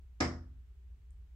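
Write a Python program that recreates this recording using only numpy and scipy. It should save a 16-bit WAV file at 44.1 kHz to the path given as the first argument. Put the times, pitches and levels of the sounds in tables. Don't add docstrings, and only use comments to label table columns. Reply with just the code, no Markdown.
import sys
import numpy as np
from scipy import signal
from scipy.fft import rfft, irfft, next_fast_len
from scipy.io import wavfile
from scipy.ndimage import map_coordinates

SR = 44100
rng = np.random.default_rng(int(sys.argv[2]) if len(sys.argv) > 2 else 0)


def master_out(mix):
    frames = np.transpose(np.atleast_2d(mix))
    ceiling = np.clip(frames, -1, 1)
    pcm = np.round(ceiling * 32767).astype(np.int16)
    wavfile.write(sys.argv[1], SR, pcm)


N = 59535

# start_s, clack_db, rattle_db, thud_db
CONTACTS = [(.2030, -11, -9, -10), (.2046, 0, 2, -4), (.2080, 2, -1, -1), (.2140, -5, -11, -3),
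            (.2225, -1, -11, -3)]
# start_s, level_db
SHOVES = [(.2050, -21.5), (0.2221, -28)]
# pitch_hz, level_db, t60_s
PANE_MODES = [(80.7, 0, .85), (127.8, -4, .62), (162.5, -9, .52), (197.5, -6, .44), (210.4, -6, .45),
              (252.3, -1, .54), (343, 0, .39), (406, -11, .36), (491, -5, .34), (599, -6, .33),
              (711, -10, .36), (816, -9, .24), (1012, -9, .22), (1235, -4, .25), (1785, -6, .2),
              (1837, -4, .22)]
# freq_hz, relative_density_db
CLACK_SPECTRUM = [(150, -25.5), (450, -2.5), (800, -3), (1250, 0), (1550, -4), (1850, -1), (2100, 0.5),
                  (2500, -11.5), (3300, -16.5), (6000, -58), (16000, -73.5)]
RATTLE_SPECTRUM = [(1500, -33), (3300, -13), (4400, -9.5), (5250, 0.5), (6200, -11), (7700, -13),
                   (9300, -28), (11000, -38), (16000, -39)]
THUD_SPECTRUM = [(30, -22.5), (65, -25), (100, -19), (150, -7.5), (220, -3.5), (310, 1.5), (430, -13),
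                 (700, -7.5), (1500, -49.5), (4000, -86.5)]
TICK_SPECTRUM = [(3000, -40), (5500, -18), (7000, -14), (8000, -1), (8700, 0), (9500, -9), (11000, -28),
                 (16000, -45)]
RUMBLE_SPECTRUM = [(20, -31), (38, -7), (48, -7.5), (60, -5.5), (75, -3.5), (98, -24), (135, -23.5),
                   (180, -31.5), (400, -65)]
HISS_SPECTRUM = [(100, -17), (250, -4.5), (360, -3), (405, 3.5), (460, -9.5), (1000, -11), (1500, -11),
                 (3000, -14), (5000, -21.5), (8000, -22), (10000, -39), (12000, -25.5), (16000, -37)]
# freq_hz, t60_s
ROOM_DECAY = [(80, .5), (250, 0.46), (600, 0.39), (1000, 0.35), (1450, 0.42), (2200, 0.27), (5300, .32),
              (8000, .27), (14000, .16)]
# freq_hz, correlation
HIT_COHERENCE = [(60, 1), (150, .92), (280, 0.94), (550, 0.6), (2000, 0.056), (4500, -0.013), (12000, 0.26)]
BACKGROUND_COHERENCE = [(60, 0.98), (240, 0.73), (950, 0.09), (3770, 0.051), (15000, 0.14)]

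RING_START_S, ATTACK_S = .204, .0005
THUD_PAN_DB = 2.5


def bird_contacts():
    hits = np.zeros((2, N))
    for start_s, clack_db, rattle_db, thud_db in CONTACTS:
        clack = burst(start_s, CLACK_SPECTRUM, t60_s=.025, wet_db=-.5, chatter_db=1.5)
        rattle = burst(start_s, RATTLE_SPECTRUM, t60_s=.022, wet_db=0, chatter_db=2.5)
        thud = burst(start_s, THUD_SPECTRUM, t60_s=.05, wet_db=-2)
        hits += amp(clack_db - 27.5) * clack
        hits += amp(rattle_db - 30.5) * pan(-1) * rattle
        hits += amp(thud_db - 30) * pan(THUD_PAN_DB) * thud
    return hits


def body_shoves(pitch_hz=280.5):
    knocks = np.zeros(N)
    for start_s, level_db in SHOVES:
        t = since(start_s)
        knocks += amp(level_db) * np.sin(2 * np.pi * pitch_hz * t) * envelope(t, t60_s=.045, rise_s=.0037)
    return pan(THUD_PAN_DB) * knocks


def pane_boom(spread_hz_per_rad=700, wander_rad=.15):
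    t = since(RING_START_S)
    ring = np.zeros((2, N))
    for pitch_hz, level_db, t60_s in PANE_MODES:
        ear_offset_rad = pitch_hz / spread_hz_per_rad * rng.choice([-1, 1]) * np.array([[.5], [-.5]])
        phase = 2 * np.pi * pitch_hz * t + ear_offset_rad + wander_rad * wobble(25)
        ring += amp(level_db) * np.sin(phase) * envelope(t, t60_s, rise_s=.006)
    return amp(-32) * ring


def sash_ring(pitch_hz=5380):
    t = since(RING_START_S)
    phase = 2 * np.pi * pitch_hz * t + np.array([wobble(40), wobble(40)])
    return amp(-48.5) * np.sin(phase) * envelope(t, t60_s=.32, rise_s=ATTACK_S)


def tick(start_s=1.1066):
    return amp(-55) * pan(8) * burst(start_s, TICK_SPECTRUM, t60_s=.006, wet_db=-14)


def ventilation(hum_hz=60.46, wander_rad=.5, swing_db=2):
    phase = 2 * np.pi * hum_hz * since(0) + wander_rad * wobble(8.13)
    hum = unit_rms(np.sin(phase) * amp(swing_db * wobble(36)))
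    rumble = stereo_noise(RUMBLE_SPECTRUM, BACKGROUND_COHERENCE)
    hiss = stereo_noise(HISS_SPECTRUM, BACKGROUND_COHERENCE)
    return amp(-53) * hum + amp(-56.5) * rumble + amp(-79.5) * hiss


def burst(start_s, spectrum, t60_s, wet_db, chatter_db=0):
    chatter = unit_rms(amp(chatter_db * wobble(rate_hz=700)))
    direct = stereo_noise(spectrum, HIT_COHERENCE) * envelope(since(start_s), t60_s, ATTACK_S)
    return chatter * direct + amp(wet_db) * room_tail(start_s, spectrum, t60_s)


def room_tail(start_s, spectrum, burst_t60_s, rise_s=.004):
    freq_hz, frame_s, bins = signal.stft(stereo_noise(spectrum, HIT_COHERENCE), SR, nperseg=512)
    room_t60_s = log_interp(ROOM_DECAY, freq_hz)[:, None]
    equal_energy_gain = np.sqrt(burst_t60_s / room_t60_s)
    decay = amp(-60 * np.maximum(frame_s - start_s, 0) / room_t60_s)
    tail = signal.istft(bins * equal_energy_gain * decay, SR, nperseg=512)[1][:, :N]
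    return tail * (1 - np.exp(-since(start_s) / rise_s))


def stereo_noise(spectrum, coherence):
    def mid_side_gains(freq_hz):
        width_rad = np.arccos(np.clip(log_interp(coherence, freq_hz), -1, 1)) / 2
        return amp(log_interp(spectrum, freq_hz)) * [np.cos(width_rad), np.sin(width_rad)]
    mid, side = filtered(rng.standard_normal((2, N)), mid_side_gains)
    return unit_rms(np.array([mid + side, mid - side]))


def filtered(x, response):
    size = next_fast_len(N + SR // 2)
    gain = response(np.fft.rfftfreq(size, 1 / SR))
    return irfft(rfft(x, size) * gain, size)[..., :N]


def envelope(t, t60_s, rise_s):
    return (1 - np.exp(-t / rise_s)) * amp(-60 * t / t60_s)


def wobble(rate_hz):
    return map_coordinates(rng.standard_normal(N // 20), [np.arange(N) * rate_hz / SR], mode="mirror")


def log_interp(table, freq_hz):
    knots_hz, values = np.transpose(table)
    return np.interp(np.log(freq_hz + 1), np.log(knots_hz + 1), values)


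def since(start_s):
    return np.maximum(np.arange(N) / SR - start_s, 0)


def pan(left_minus_right_db):
    return amp(left_minus_right_db * np.array([[.5], [-.5]]))


def amp(db):
    return 10 ** (np.asarray(db) / 20)


def unit_rms(x):
    return x / np.sqrt(np.mean(x ** 2) + 1e-20)


def scene():
    return bird_contacts() + body_shoves() + pane_boom() + sash_ring() + tick() + ventilation()


def record(dry):
    return filtered(dry, lambda freq_hz: freq_hz < 15800)


dry = scene()
out = record(dry)
master_out(out)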